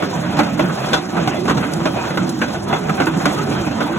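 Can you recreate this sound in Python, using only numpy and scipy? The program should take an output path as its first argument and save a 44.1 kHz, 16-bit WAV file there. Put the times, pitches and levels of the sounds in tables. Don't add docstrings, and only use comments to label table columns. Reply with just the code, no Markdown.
import sys
import numpy as np
from scipy import signal
from scipy.fft import rfft, irfft, dct, next_fast_len
from scipy.io import wavfile
from scipy.ndimage import uniform_filter1d

SR = 44100
rng = np.random.default_rng(int(sys.argv[2]) if len(sys.argv) > 2 else 0)


def invert_db(level):
    return 10 ** (np.asarray(level, dtype=float) / 20)


def transcribe(signal):
    frames = np.atleast_2d(signal).T
    limited = np.clip(frames, -1, 1)
    pcm = np.round(limited * 32767).astype(np.int16)
    wavfile.write(sys.argv[1], SR, pcm)


N = 175518

SIZE, HIT = next_fast_len(N), 4096
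F_HZ = np.arange(SIZE // 2 + 1) * SR / SIZE
HIT_HZ = np.arange(HIT // 2 + 1) * SR / HIT
NOISE = rng.standard_normal((2, N))
WHITE = rfft(NOISE, SIZE)


def line(table, hz):
    table = np.array(table, float)
    return np.interp(np.log(hz + 1), np.log(table[:, 0]), table[:, 1])


def unit(x):
    return x / np.sqrt(np.mean(np.abs(x) ** 2, axis=-1, keepdims=True))


def walk(rate_hz):
    hold = int(SR / rate_hz)
    steps = np.repeat(rng.standard_normal(N // hold + 1), hold)
    return 1.68 * uniform_filter1d(uniform_filter1d(steps, hold), hold)[:N]


def shaped(gain):
    return irfft(np.roll(WHITE, rng.integers(SIZE // 2), axis=1) * gain, SIZE)[:, :N]


def ring(hz, width_hz, order):
    r = np.exp(-np.pi * width_hz / SR)
    x = np.roll(NOISE, rng.integers(N), axis=1)
    for _ in range(order):
        x = signal.lfilter([1], [1, -2 * r * np.cos(2 * np.pi * hz / SR), r * r], x)
    return unit(x)


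def mode(f, hz, width_hz):
    return 1 / (1 + 2j * (f - hz) / width_hz)


def glide(x):
    rate = 0.07 * walk(9)
    at = np.arange(N) + np.cumsum(rate - rate.mean())
    return np.array([np.interp(at, np.arange(N), v) for v in x])


def burst(length_s, rise_s, tail_db, tail_s=0.055):
    t = np.arange(HIT) / SR
    blow = invert_db(-2) * np.exp(-t / 0.004)
    shudder = np.exp(-(t / length_s[:, None, None]) ** 2)
    tail = invert_db(tail_db) * np.exp(-t / tail_s)
    shape = (1 - np.exp(-t / rise_s)) * (blow + shudder + tail) * (1 - t / t[-1])
    return rfft(shape * rng.standard_normal((len(length_s), 2, HIT)))


def place(hits, table, trim_db):
    out = np.zeros((2, N + HIT))
    for (t, db, *_), hit in zip(table, hits):
        i = int(t * SR)
        out[:, i:i + HIT] += invert_db(db + trim_db) * hit / np.abs(hit).max()
    return out[:, :N]


# f/Hz, width/Hz, level/dB
BODY = [(114.3, 67, -6), (147.3, 26.6, 0.5), (176.6, 31, 0), (211, 47, 0.5), (249, 57, -0.5),
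        (304.6, 38, -1.5), (345.2, 32.7, 1.5)]
# f/Hz, density/dB per Hz
GROUND = [(20, -44), (40, -30), (65, -9), (100, -21), (160, 13.5), (350, -4), (600, -32), (2500, -74)]


def rumble(load_db):
    modes = 0
    for hz, width_hz, db in BODY:
        modes = modes + invert_db(db + 1.58 * walk(18)) * glide(ring(hz, width_hz, order=2))
    deep = invert_db(1.8 * walk(9.35)) * unit(shaped(invert_db(line(GROUND, F_HZ))))
    return invert_db(load_db - 0.04) * (unit(modes) + invert_db(-7) * deep)


# f/Hz, width/Hz, level/dB
FRAME = [(594, 22, -2.5), (690, 113, 3), (759, 21, 2), (955, 36, 0), (1054, 240, -9), (1275, 31, 2),
         (1480, 115, -1), (1536, 20, -10), (2038, 27, -11), (2500, 97, -5), (2676, 180, -12),
         (3170, 19, -9), (3424, 54, -9.5), (3977, 24, -47)]
# f/Hz, density/dB per Hz
LOOSE_COLOUR = [(300, -2), (600, 1.3), (1400, -7.5), (2200, -13.5), (4500, -17.5), (8000, -23.5),
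                (11000, -31.5), (16000, -37)]


def chatter(shake_db):
    mean_db = shake_db.mean()
    swing_db = shake_db - mean_db
    jolt, crackle_db = walk(24), 1.7 * walk(90)
    buzz = rings = 0
    for hz in 300 * 2 ** np.arange(0, 6.1, 0.5):
        band = np.exp(-(np.log2((F_HZ + 1) / hz) / 0.46) ** 2)
        follow = 1 if hz < 4000 else 0.38
        level_db = follow * (swing_db + 1.35 * jolt) + 1.85 * walk(35)
        level_db = level_db + (hz > 4000) * crackle_db
        buzz = buzz + invert_db(level_db) * shaped(invert_db(line(LOOSE_COLOUR, F_HZ)) * band)
    for hz, width_hz, db in FRAME:
        rings = rings + invert_db(db + 1.7 * jolt + 3.7 * walk(24.01)) * ring(hz, width_hz, order=1)
    return invert_db(mean_db + 2) * (unit(buzz) + invert_db(-3 + swing_db) * unit(rings))


def sure(blows, response):
    strength = np.sqrt(np.mean(np.abs(blows) ** 2) * np.mean(np.abs(response) ** 2))
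    return unit(blows * response[:, None]) * strength


def strike(table, length_s, rise_s, trim_db, high_db=-5):
    f, rows, frame = HIT_HZ, np.array(table), np.array(FRAME)
    mix = invert_db(2.5 * rng.standard_normal((len(rows), len(frame))) + frame[:, 2])
    rings = mix @ np.array([(-1) ** k * mode(f, hz, w) for k, (hz, w, _) in enumerate(FRAME)])

    bright_db = rows[:, 2:3] + 21
    tilt_db = bright_db * np.clip(np.log2((f + 1) / 2000), 0, 1)
    dull_db = -5.5 * np.maximum(np.log2((f + 1) / 4500), 0)
    rough = invert_db(tilt_db + dull_db) * invert_db(line(LOOSE_COLOUR, f)) * np.clip(f / 300, 0, 1)
    body = rough + invert_db(-1) * rings + invert_db(-1.5) * mode(f, 261, 150)

    blows = burst(np.full(len(rows), length_s), rise_s, tail_db=-4)
    low = invert_db(6) * sure(blows, mode(f, rows[:, 3:4], 72))
    high = invert_db(high_db + 0.76 * bright_db[:, :, None]) * sure(blows, mode(f, rows[:, 4:5], 72))
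    return place(irfft(blows * body[:, None] + low + high, HIT), table, trim_db)


# t/s, peak level/dB, brightness/dB, low ring f/Hz, high ring f/Hz
CLACKS = [(0.022, -7.5, -27.5, 616, 2270), (0.389, 0, -23, 806, 1990), (0.592, -2.5, -29, 602, 2110),
          (0.931, -0.5, -14, 1480, 3450), (1.496, -1.5, -23.5, 1242, 1900), (1.854, -5.5, -20.5, 605, 2440),
          (2.415, -3.5, -26, 1573, 2220), (2.726, -4, -33, 740, 2030), (3.0, -3.5, -23, 720, 2050),
          (3.067, -7, -22, 940, 2620), (3.804, -6, -23, 594, 2090)]


def clacks():
    return strike(CLACKS, length_s=0.026, rise_s=0.0009, trim_db=0.84)


# t/s, peak level/dB, ring f/Hz
BUMPS = [(0.028, -10.5, 290), (0.388, -9, 263), (0.518, -12.5, 142), (0.594, -9.5, 321), (0.663, -9, 180),
         (0.899, -12, 220), (1.135, -14, 215), (1.217, -11.5, 229), (1.275, -11, 150), (1.451, -10, 223),
         (1.492, -8, 312), (1.538, -14, 175), (1.845, -11, 175), (2.172, -7.5, 226), (2.215, -9.5, 150),
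         (2.417, -11, 164), (2.677, -11, 202), (3.003, -11, 270), (3.064, -8.5, 323), (3.153, -9.5, 195),
         (3.252, -9, 282), (3.809, -12.5, 300)]


def bumps():
    rows = np.array(BUMPS)
    blows = burst(np.full(len(rows), 0.018), rise_s=0.004, tail_db=-13.5)[:, :1]
    swing = mode(HIT_HZ, rows[:, 2:3], 66)[:, None] ** 2
    return place(irfft(blows * swing, HIT), BUMPS, trim_db=-7)


# t/s, peak level/dB, brightness/dB, low ring f/Hz, high ring f/Hz
RATTLES = [(0.43, -12.5, -11.5, 750, 2500), (0.571, -18, -26, 762, 2400), (0.772, -13, -22, 730, 1760),
           (1.089, -18.5, -16.5, 660, 1700), (1.166, -7, -20.5, 1270, 1980), (1.477, -3.5, -20, 1240, 3230),
           (1.665, -17, -26, 530, 2410), (2.036, -16.5, -19, 1250, 2380), (2.07, -16.5, -20, 834, 2610),
           (2.477, -14, -20, 528, 1910), (2.68, -19, -19, 915, 1810), (2.881, -11.5, -24, 762, 1720),
           (2.94, -18, -23, 759, 2180), (3.138, -14, -26, 759, 2740), (3.47, -18.5, -19, 528, 2510),
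           (3.555, -21.5, -19, 719, 1690), (3.635, -15.5, -24, 754, 1730), (3.874, -16, -22, 589, 3470),
           (3.82, -12, -19, 1250, 3570), (0.366, -11.5, -17, 660, 2500), (0.461, -11.5, -17.5, 780, 2500),
           (0.691, -8.5, -46, 1274, 2070), (0.837, -11, -27, 668, 1880), (0.882, -12, -10, 1550, 2220),
           (0.972, -9.5, -13.5, 1270, 3650), (1.569, -7.5, -15, 1350, 2220),
           (1.627, -11.5, -23, 1290, 2380), (1.799, -11, -25, 1275, 3020), (2.101, -9.5, -25, 647, 2020),
           (2.543, -12.5, -20.5, 730, 1740), (2.758, -8.5, -19.5, 1280, 1990),
           (2.976, -8.5, -34, 780, 2150), (3.2, -8.5, -34, 777, 2450), (3.287, -11.5, -18, 1230, 1910),
           (3.377, -11.5, -18, 870, 2570), (3.51, -12.5, -16.5, 527, 2180), (3.665, -14, -25, 636, 3170),
           (3.71, -10.5, -22, 634, 2710), (3.959, -10.5, -36, 985, 1900)]


def rattles():
    return strike(RATTLES, length_s=0.023, rise_s=0.0036, trim_db=-2.2, high_db=-8.5)


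# t/s, peak level/dB, length/s
TICKS = [(0.874, -33, 0.0067), (1.0924, -33.5, .005), (1.3673, -34, .005), (1.412, -35, .004),
         (1.5075, -28, 0.016), (1.721, -33, 0.0042), (1.9954, -38, .005), (2.103, -38, .004),
         (3.2016, -35, .006), (3.3857, -28, .008), (3.6117, -36, .005), (0.89, -30, 0.0067),
         (1.24, -33, 0.0051), (1.453, -31, 0.0046), (1.735, -19.5, 0.0068), (2.2917, -19, 0.013),
         (2.39, -30, 0.0063), (3.057, -22.5, 0.006), (3.2545, -17.5, 0.0053)]
# f/Hz, level/dB
TICK_COLOUR = [(1500, -26), (3500, -0.5), (6000, 2), (9000, 0.5), (12000, -9), (16000, -14)]


def ticks():
    blows = burst(np.array(TICKS)[:, 2], rise_s=0.00035, tail_db=-17, tail_s=0.033)
    return place(irfft(blows * invert_db(line(TICK_COLOUR, HIT_HZ)), HIT), TICKS, trim_db=3.2)


# t/s, peak level/dB, brightness/dB, low ring f/Hz, high ring f/Hz
KNOCKS = [
    (1.274, -4.5, -19, 790, 2124),
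    (2.172, -4.5, -19, 1410, 2030),
    (2.736, -6.5, -26, 705, 3400),
    (2.893, -6.5, -33, 1270, 2050),
    (3.255, -0.5, -17.5, 1266, 2000),
    (1.454, -14, -21, 735, 1960),
    (3.017, -8, -28, 1480, 2680),
    (0.938, -8.5, -12, 3470, 2700),
]


def knocks():
    return strike(KNOCKS, length_s=0.012, rise_s=0.0009, trim_db=0.7)


# t/s, wheel load as rumble level/dB, shaking as chatter level/dB
RIDE = [(0.0, -26.5, -29), (0.42, -19.5, -25), (0.44, -24.5, -28), (0.66, -20, -28.5), (0.79, -28, -27),
        (0.94, -22, -25), (1.07, -29.5, -35), (1.16, -21, -25.5), (1.42, -23, -28), (1.61, -19.5, -27.5),
        (1.73, -28, -30.5), (1.78, -20.5, -28.5), (2.16, -25, -28), (2.17, -19, -28.5), (2.53, -24, -31),
        (3.21, -20.5, -27), (3.47, -20.5, -29.5), (3.98, -24, -28)]
# f/Hz, share/0-1
ALIKE = [(40, 0.8), (175, 1.5), (300, 0.85), (550, 0.26), (1400, 0.68), (2500, 0.5), (3600, 0.08),
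         (4500, 0.96)]
# f/Hz, level/dB
LEAN = [(40, -1.5), (130, -2.5), (300, -5), (600, -2.5), (2000, -1), (4000, 0.5)]


def scene():
    t, ride = np.arange(N) / SR, np.array(RIDE)
    load_db = np.interp(t, ride[:, 0], ride[:, 1])
    shake_db = np.interp(t, ride[:, 0], ride[:, 2])
    rolling = rumble(load_db) + chatter(shake_db)
    hits = clacks() + bumps() + rattles()
    snaps = ticks()
    hits = hits + snaps + knocks()

    one, other = rfft(rolling + hits, SIZE)
    alike = np.clip(line(ALIKE, F_HZ), 0, 1)
    lean = invert_db(line(LEAN, F_HZ) / 2)
    lag_s, knee_hz, extra_lag_s = 8.6e-5, 4070, 1.52e-4
    late = np.exp(-2j * np.pi * (F_HZ * lag_s + np.maximum(F_HZ - knee_hz, 0) * extra_lag_s))
    right = (alike * one + np.sqrt(1 - alike ** 2) * other) * late
    ports = irfft(np.array([one * lean, right / lean]), SIZE)[:, :N]
    return ports + invert_db(-17.5) * snaps


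BAND_EDGES = [176, 196, 216, 240, 264, 292, *range(320, 480, 32), *range(480, 752, 16)]


def thin_treble(x):
    hop, start = 1024, 560
    step_db, weak_db, weak_scatter_db, quiet_db, snap_db = -0.5, -5.6, 1.5, -48.5, 7
    pad, half = 2 * hop - start, hop // 2
    both = np.array([x[0] + x[1], x[0] - x[1]])
    both = np.pad(both, ((0, 0), (pad, 2 * hop - (pad + N) % hop))).reshape(2, -1, hop)
    sine = np.sin(np.pi * (np.arange(2 * hop) + 0.5) / (2 * hop))
    frames = np.concatenate([both[:, :-1], both[:, 1:]], axis=2) * sine
    a, b, c, d = np.split(frames, 4, axis=2)
    folded = np.concatenate([-c[..., ::-1] - d, a - b[..., ::-1]], axis=2)
    lines = dct(folded, type=4, norm="ortho")

    treble = np.sqrt(np.sum(lines[..., BAND_EDGES[8]:] ** 2, axis=(0, 2))) + 1e-9
    snap = treble > invert_db(snap_db) * np.roll(treble, 1)
    for lo, hi in zip(BAND_EDGES, BAND_EDGES[1:]):
        size = np.sqrt(np.mean(lines[..., lo:hi] ** 2, axis=2)) + 1e-12
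        luck = invert_db(weak_scatter_db * rng.standard_normal(size.shape))
        strong = size > luck * invert_db(weak_db) * size[::-1]
        keep = (strong | snap) & (size > luck * invert_db(quiet_db))
        step = invert_db(step_db) * size[..., None]
        lines[..., lo:hi] = keep[..., None] * step * np.round(lines[..., lo:hi] / step)

    u = dct(lines, type=4, norm="ortho")
    u = np.concatenate([u[..., half:], -u[..., ::-1], -u[..., :half]], axis=2) * sine
    joined = (u[:, :-1, hop:] + u[:, 1:, :hop]).reshape(2, -1)
    mid, side = joined[:, pad - hop:pad - hop + N] / 2
    return np.array([mid + side, mid - side])


def top_cut(x):
    return signal.sosfilt(signal.butter(12, 16000, fs=SR, output="sos"), x)


def record(dry):
    x = np.tanh(0.9 * dry) / 0.92
    x = signal.sosfilt(signal.butter(3, 53, "high", fs=SR, output="sos"), x)
    x = signal.sosfilt(signal.ellip(10, 0.2, 70, 15680, fs=SR, output="sos"), x)
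    return top_cut(thin_treble(x))


dry = scene()
out = record(dry)
transcribe(out)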